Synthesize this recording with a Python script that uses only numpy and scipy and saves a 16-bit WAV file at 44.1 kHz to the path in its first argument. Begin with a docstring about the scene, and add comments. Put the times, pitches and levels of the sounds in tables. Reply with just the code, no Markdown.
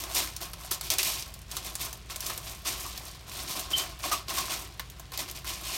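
"""Simmering in a grill pan.

Food simmers under the glass lid of an electric grill pan in a small kitchen. Juice spits onto the
hot plate and boils off in uneven spurts, sauce bubbles along and single bubbles snap, all coloured
by pan, counter and walls. A few puffs of steam squeak out; an appliance motor hums low."""
import sys
import numpy as np
from scipy import signal
from scipy.fft import rfft, irfft
from scipy.io import wavfile

SR = 44100
rng = np.random.default_rng(int(sys.argv[2]) if len(sys.argv) > 2 else 0)


def dump(signal):
    """Clip the signal to [-1, 1] and save it as 16-bit WAV at the path in sys.argv[1]."""
    limited = np.clip(np.atleast_2d(signal).T, -1, 1)
    pcm = np.round(limited * 32767).astype(np.int16)
    wavfile.write(sys.argv[1], SR, pcm)


N = 254440
TIME_S = np.arange(N) / SR
TYPICAL_SIZZLE_DB = -35

# juice hitting the hot plate: (time [s], spreading time [s], relative level [dB])
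JUICE_SPURTS = [(0.0, 0.001, -35), (0.018, 0.11, -41), (0.139, 0.029, -25), (0.209, 0.0024, -34.5),
                (0.401, 0.017, -36.5), (0.55, 0.097, -49.5), (0.709, 0.0023, -28.5), (0.818, 0.033, -38),
                (0.901, 0.011, -25.5), (0.978, 0.016, -26), (1.02, 0.053, -27), (1.164, 0.016, -38),
                (1.484, 0.067, -41.5), (1.63, 0.033, -37.0), (1.782, 0.035, -34.5), (2.088, 0.022, -41.5),
                (2.184, 0.091, -38), (2.43, 0.052, -40.0), (2.642, 0.034, -27.5), (2.682, 0.16, -41),
                (3.045, 0.03, -48.5), (3.252, 0.13, -40.5), (3.468, 0.027, -36.5), (3.53, 0.037, -36.0),
                (3.695, 0.019, -36), (3.746, 0.038, -33), (3.991, 0.01, -46), (4.025, 0.026, -31.5),
                (4.114, 0.0057, -25.5), (4.275, 0.02, -32.5), (4.313, 0.061, -31.5), (4.472, 0.046, -32),
                (5.123, 0.018, -40.5), (5.182, 0.0098, -30), (5.277, 0.006, -38.5), (5.345, 0.0085, -40),
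                (5.434, 0.059, -34), (5.607, 0.067, -35.5), (5.677, 0.066, -34.0)]
# fineness of the spray: (time [s], treble lift and equal cut below it [dB])
SPRAY_TILT = [(0, 4.5), (.8, 7), (.92, 0), (1.1, 3.5), (3.0, 4), (3.8, 4), (4.1, 3), (5.77, -0.2)]
# sizzle colour: (frequency [Hz], gain [dB])
SIZZLE_EQ = [(1000, -34), (1800, -4), (2600, 1.5), (4000, 0.5), (6000, 0), (7800, -4), (8900, -1.5),
             (10300, -9), (11400, -2), (14000, -4.5), (15800, -10)]
# bubbling against the sizzle: (time [s], lift [dB])
BUBBLING_TRIM = [(0, 1), (0.7, -1), (1.1, -4.5), (2.18, 0), (2.33, 0.5), (2.5, -4), (3.1, -1.5), (3.5, 1.5),
                 (4.15, 1.5), (4.7, -0.5), (5.77, -3.5)]
# bubbling colour: (frequency [Hz], gain [dB])
BUBBLING_EQ = [(120, 1), (190, -2), (235, -4), (290, 2), (380, 4), (465, -9.5), (560, 3), (1250, -0.5),
               (1700, -3.5), (2600, -2), (4500, 2)]
# room rumble colour: (frequency [Hz], gain [dB])
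RUMBLE_EQ = [(21, -46), (30, -9), (40, 2), (70, 2.5), (130, 0), (180, -5.5), (240, -16.5), (400, -16),
             (1000, -22.5), (3000, -20), (15000, -38.5)]
# loudest single bubbles: (time [s], relative level [dB], relative body weight [dB])
BUBBLE_POPS = [(0.0383, -21, -14.5), (0.149, -14, -30), (0.3645, -20, -40), (0.5338, -24, -16.5),
               (0.7139, -16, -17.5), (0.811, -18, -21), (0.9026, -7, -30), (0.9368, -15, -16),
               (0.9847, -9, -42), (1.0303, -9.5, -24), (1.34, -29, -28), (1.5147, -22.5, -23),
               (1.5681, -14.5, -20), (1.7538, -16.5, -22.5), (1.808, -30, -21), (1.929, -23, -19),
               (2.099, -33, -3), (2.1602, -19, -21), (2.2058, -19, -35), (2.265, -16, -33),
               (2.2995, -20, -9), (2.3769, -19.5, -19.5), (2.977, -22.5, -22), (3.595, -17, -29),
               (4.115, -21.5, -6.5), (4.385, -13, -18), (4.796, -20.5, -8.5), (4.9, -31.5, -40),
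               (4.997, -30, -13), (5.1202, -28, -10), (5.1755, -16, -22), (5.4452, -31, -6)]
# escaping steam: (time [s], attack [s], pitch [Hz], level [dB], initial roughness [0-1])
STEAM_PUFFS = [(2.848, 0.0041, 1084, -38, 0.44), (3.732, 0.0043, 3060, -18.5, 0.23),
               (3.774, 0.01, 3080, -29, 0.36), (4.037, 0.0052, 1084, -35, 0),
               (4.114, 0.0071, 1143, -22.5, 0.37), (4.37, 0.012, 1086, -26.5, 0.08)]
# pan and air under the lid: (frequency [Hz], width [Hz], gain re direct [dB])
PAN_MODES = [(752, 30, -8.5), (1082, 65, 4), (1240, 270, -15), (2405, 50, -9), (5510, 73, -7)]
# room decay: (frequency [Hz], T60 [s])
ROOM_DECAY = [(200, 0.25), (1000, 0.16), (4000, 0.2), (9000, 0.11), (16000, 0.04)]


def from_db(db):
    """Decibels to gain."""
    return 10 ** (np.asarray(db) / 20)


def unit_rms(x):
    """Scale to rms 1."""
    return x / np.sqrt(np.mean(x ** 2) + 1e-20)


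def at_hz(points, hz):
    """Interpolate a table over log frequency."""
    known_hz, values = np.transpose(points)
    return np.interp(np.log(np.maximum(hz, 1)), np.log(known_hz), values)


def band(x, low_hz, high_hz):
    """Butterworth band-pass."""
    sos = signal.butter(2, [low_hz, high_hz], "band", fs=SR, output="sos")
    return signal.sosfilt(sos, x + 1e-18)


def drift(corner_hz, hop=40, warmup=2000):
    """Low-passed random wander, rms 1."""
    r = np.exp(-2 * np.pi * corner_hz * hop / SR)
    white = rng.standard_normal(N // hop + warmup + 2)
    slow = signal.lfilter([1], [1, -2 * r, r * r], white)[warmup:]
    return np.interp(np.arange(N) / hop, np.arange(len(slow)), unit_rms(slow))


def colour(x, eq, size=8192):
    """Minimum-phase filter from a gain table."""
    gain = from_db(at_hz(eq, np.arange(size // 2 + 1) * SR / size))
    cepstrum = irfft(np.log(gain))
    cepstrum[1:size // 2] *= 2
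    cepstrum[size // 2 + 1:] = 0
    impulse = irfft(np.exp(rfft(cepstrum)))
    return signal.fftconvolve(x, impulse)[:len(x)]


def resonance(x, hz, width_hz):
    """Two-pole resonator, peak gain 1."""
    r = np.exp(-np.pi * width_hz / SR)
    feedback = [1, -2 * r * np.cos(2 * np.pi * hz / SR), r * r]
    return signal.lfilter(np.array([1, 0, -1]) * (1 - r * r) / 2, feedback, x + 1e-18)


def linger(power, t60_s):
    """Spread energy over an exponential decay."""
    r = 1e-6 ** (1 / (t60_s * SR))
    return signal.lfilter([0, 1 - r], [1, -r], power)


def add(out, start_s, sound):
    """Mix a sound in at a time."""
    start = int(start_s * SR)
    out[start:start + len(sound)] += sound[:max(N - start, 0)]


def boil_off(rest_db=-67, droplet_t60_s=0.14, t60_per_spread=6.02):
    """Frying envelope: each spurt swells as it spreads; the longer it spreads, the slower it dies."""
    power, t = np.zeros(N), TIME_S[:SR]
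    for start_s, spread_s, db in JUICE_SPURTS:
        t60_s = droplet_t60_s + t60_per_spread * spread_s
        decay_db = 60 * np.maximum(t - spread_s, 0) / t60_s
        swell = np.minimum(t / spread_s, 1) * from_db(db - decay_db)
        add(power, start_s, swell ** 2)
    return np.hypot(np.sqrt(power), from_db(rest_db))


def bursts(per_s, spread_db, low_hz, high_hz, q, pitch_count=16):
    """Bubbles burst at random, most weak, a few strong, each ringing briefly at one pitch; rms 1."""
    sizes = from_db(spread_db * np.minimum(rng.exponential(1, N), 4.5)) * rng.choice([-1, 1], N)
    clicks = sizes * (rng.random(N) < per_s / SR) / np.sqrt(per_s)
    pitch_index = rng.integers(0, pitch_count, N)
    pitches_hz = np.geomspace(low_hz, high_hz, pitch_count)
    rings = (resonance(clicks * (pitch_index == k), hz, hz / q) for k, hz in enumerate(pitches_hz))
    return unit_rms(sum(rings))


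def sizzle(frying, gain_db=-0.54, flicker_db=0.98, tilt_drift_db=1.6, stray_db=-54, stray_follow=0.17):
    """The more juice boils off, the denser the crackle; stray droplets tick on between spurts."""
    per_s = 2000 * (frying / np.mean(frying)) ** 0.8
    crackle = bursts(per_s, spread_db=3, low_hz=1190, high_hz=15800, q=1.4)
    lows = signal.sosfiltfilt(signal.butter(1, 6000, fs=SR, output="sos"), crackle)
    fineness = from_db(np.interp(TIME_S, *np.transpose(SPRAY_TILT)) - tilt_drift_db * drift(18))
    tilted = lows / fineness + (crackle - lows) * fineness
    spray = tilted * frying * from_db(flicker_db * drift(39))
    strays = from_db(stray_db) * bursts(per_s=45, spread_db=5, low_hz=2940, high_hz=16000, q=2.5)
    strays *= (frying / from_db(TYPICAL_SIZZLE_DB)) ** stray_follow
    heard = kitchen(spray + strays, early_db=-3.5, tail_db=-6)
    return from_db(gain_db) * colour(heard, SIZZLE_EQ)


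def bubbling(frying, gain_db=-42, follow=0.6):
    """Bigger bubbles burst in the sauce, lower and longer, following part of the sizzle's swing."""
    trim_db = np.interp(TIME_S, *np.transpose(BUBBLING_TRIM))
    envelope = from_db(gain_db + trim_db) * (frying / from_db(TYPICAL_SIZZLE_DB)) ** follow
    blips = envelope * bursts(per_s=2200, spread_db=3.5, low_hz=189.4, high_hz=4100, q=3.1)
    return colour(kitchen(blips, early_db=-4, tail_db=-2), BUBBLING_EQ)


def motor_hum(turn_hz=56.84, rms_db=-50, waver_db=0.7):
    """A motor hums at its turning rate; the level wavers slowly."""
    return np.sqrt(2) * np.sin(2 * np.pi * turn_hz * TIME_S) * from_db(rms_db + waver_db * drift(1.5))


def room_rumble(rms_db=-49):
    """Steady low noise of the room."""
    return from_db(rms_db) * unit_rms(colour(rng.standard_normal(N), RUMBLE_EQ))


def pops(snap_s=0.00055, body_s=0.002, bounce_db=-3, typical_db=-20, dulling_db_per_db=0.16):
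    """Single bubbles snap, the bigger the duller; a duller bounce follows about 3 ms later."""
    out, t = np.zeros(N), TIME_S[:SR // 50]
    snap = np.exp(-t / snap_s)
    lags_s = rng.uniform(0.0022, 0.0042, len(BUBBLE_POPS))
    noises = rng.standard_normal((len(BUBBLE_POPS), 3, len(t)))
    for (start_s, db, body_db), noise, lag_s in zip(BUBBLE_POPS, noises, lags_s):
        top_db = 0.5 - dulling_db_per_db * (db - typical_db)
        body = from_db(body_db + 10.5) * unit_rms(band(noise[0] * np.exp(-t / body_s), 440, 2400))
        crack = unit_rms(band(noise[1] * snap, 3740, 7500))
        top = from_db(top_db) * unit_rms(band(noise[2] * snap, 10100, 15400))
        gain = from_db(db - 24)
        add(out, start_s, gain * (crack + body + top))
        add(out, start_s + lag_s, gain * from_db(bounce_db) * (crack + body + 0.5 * top))
    return kitchen(out, early_db=-4.5, tail_db=-6.5)


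def steam_squeaks(t60_s=0.18, sputter_per_s=3.9, wobble_hz=170, flutter_db=4,
                  tail_db=-11, tail_t60_s=0.25):
    """Steam whistles, sputters more as its pressure is spent, and rings on briefly in the room."""
    out, t = np.zeros(N), TIME_S[:SR // 2]
    flutter, wobble = drift(140), drift(136)
    for start_s, attack_s, hz, db, roughness in STEAM_PUFFS:
        span = int(start_s * SR) + np.arange(len(t))
        sputter = np.minimum(roughness + sputter_per_s * t, 1)
        pitch_hz = hz + sputter * wobble_hz * wobble[span]
        decay_db = 60 * np.maximum(t - attack_s, 0) / t60_s
        level_db = db - decay_db + sputter * flutter_db * flutter[span]
        envelope = np.minimum(t / attack_s, 1) * from_db(level_db)
        add(out, start_s, envelope * np.sin(2 * np.pi * np.cumsum(pitch_hz) / SR))
    tail = rng.standard_normal(len(t)) * from_db(-60 * t / tail_t60_s)
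    return out + from_db(tail_db) * signal.fftconvolve(out, tail / np.linalg.norm(tail))[:N]


def kitchen(x, early_db, tail_db, early_t60_s=0.05):
    """Each burst comes from another spot, so its echoes are fresh noise: near scatter, then room tail."""
    out, edges_hz = x.copy(), np.geomspace(150, 18000, 9)
    white = rng.standard_normal((2, N))
    for k, (low_hz, high_hz) in enumerate(zip(edges_hz, edges_hz[1:])):
        power = band(x, low_hz, high_hz) ** 2
        early = from_db(early_db) ** 2 * linger(power, early_t60_s)
        tail = from_db(tail_db) ** 2 * linger(power, at_hz(ROOM_DECAY, np.sqrt(low_hz * high_hz)))
        out += np.sqrt(early + tail) * unit_rms(band(white[k % 2], low_hz, high_hz))
    return out


def pan(x):
    """The pan and the air under its lid ring along."""
    return x + sum(from_db(db) * resonance(x, hz, width_hz) for hz, width_hz, db in PAN_MODES)


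def counter(x, echo_db=-12.5, t60_s=0.12, gap_s=0.002):
    """Counter, hob and tray return the same quick echoes for every burst, rippling the spectrum."""
    t = TIME_S[:SR // 8]
    impulse = rng.standard_normal(len(t)) * from_db(-60 * t / t60_s) * (t > gap_s)
    echoes = signal.fftconvolve(x, impulse / np.linalg.norm(impulse))[:N]
    share = from_db(echo_db)
    return (x + share * echoes) / np.hypot(1, share)


def scene():
    """Pan and room, heard from the counter; mono."""
    frying = boil_off()
    food = pan(sizzle(frying) + bubbling(frying) + pops())
    return (counter(food) + steam_squeaks() + motor_hum() + room_rumble())[None]


def record(dry):
    """Steep low-pass at 15.9 kHz."""
    return signal.sosfilt(signal.ellip(10, 0.2, 70, 15900, fs=SR, output="sos"), dry)


dry = scene()
out = record(dry)
dump(out)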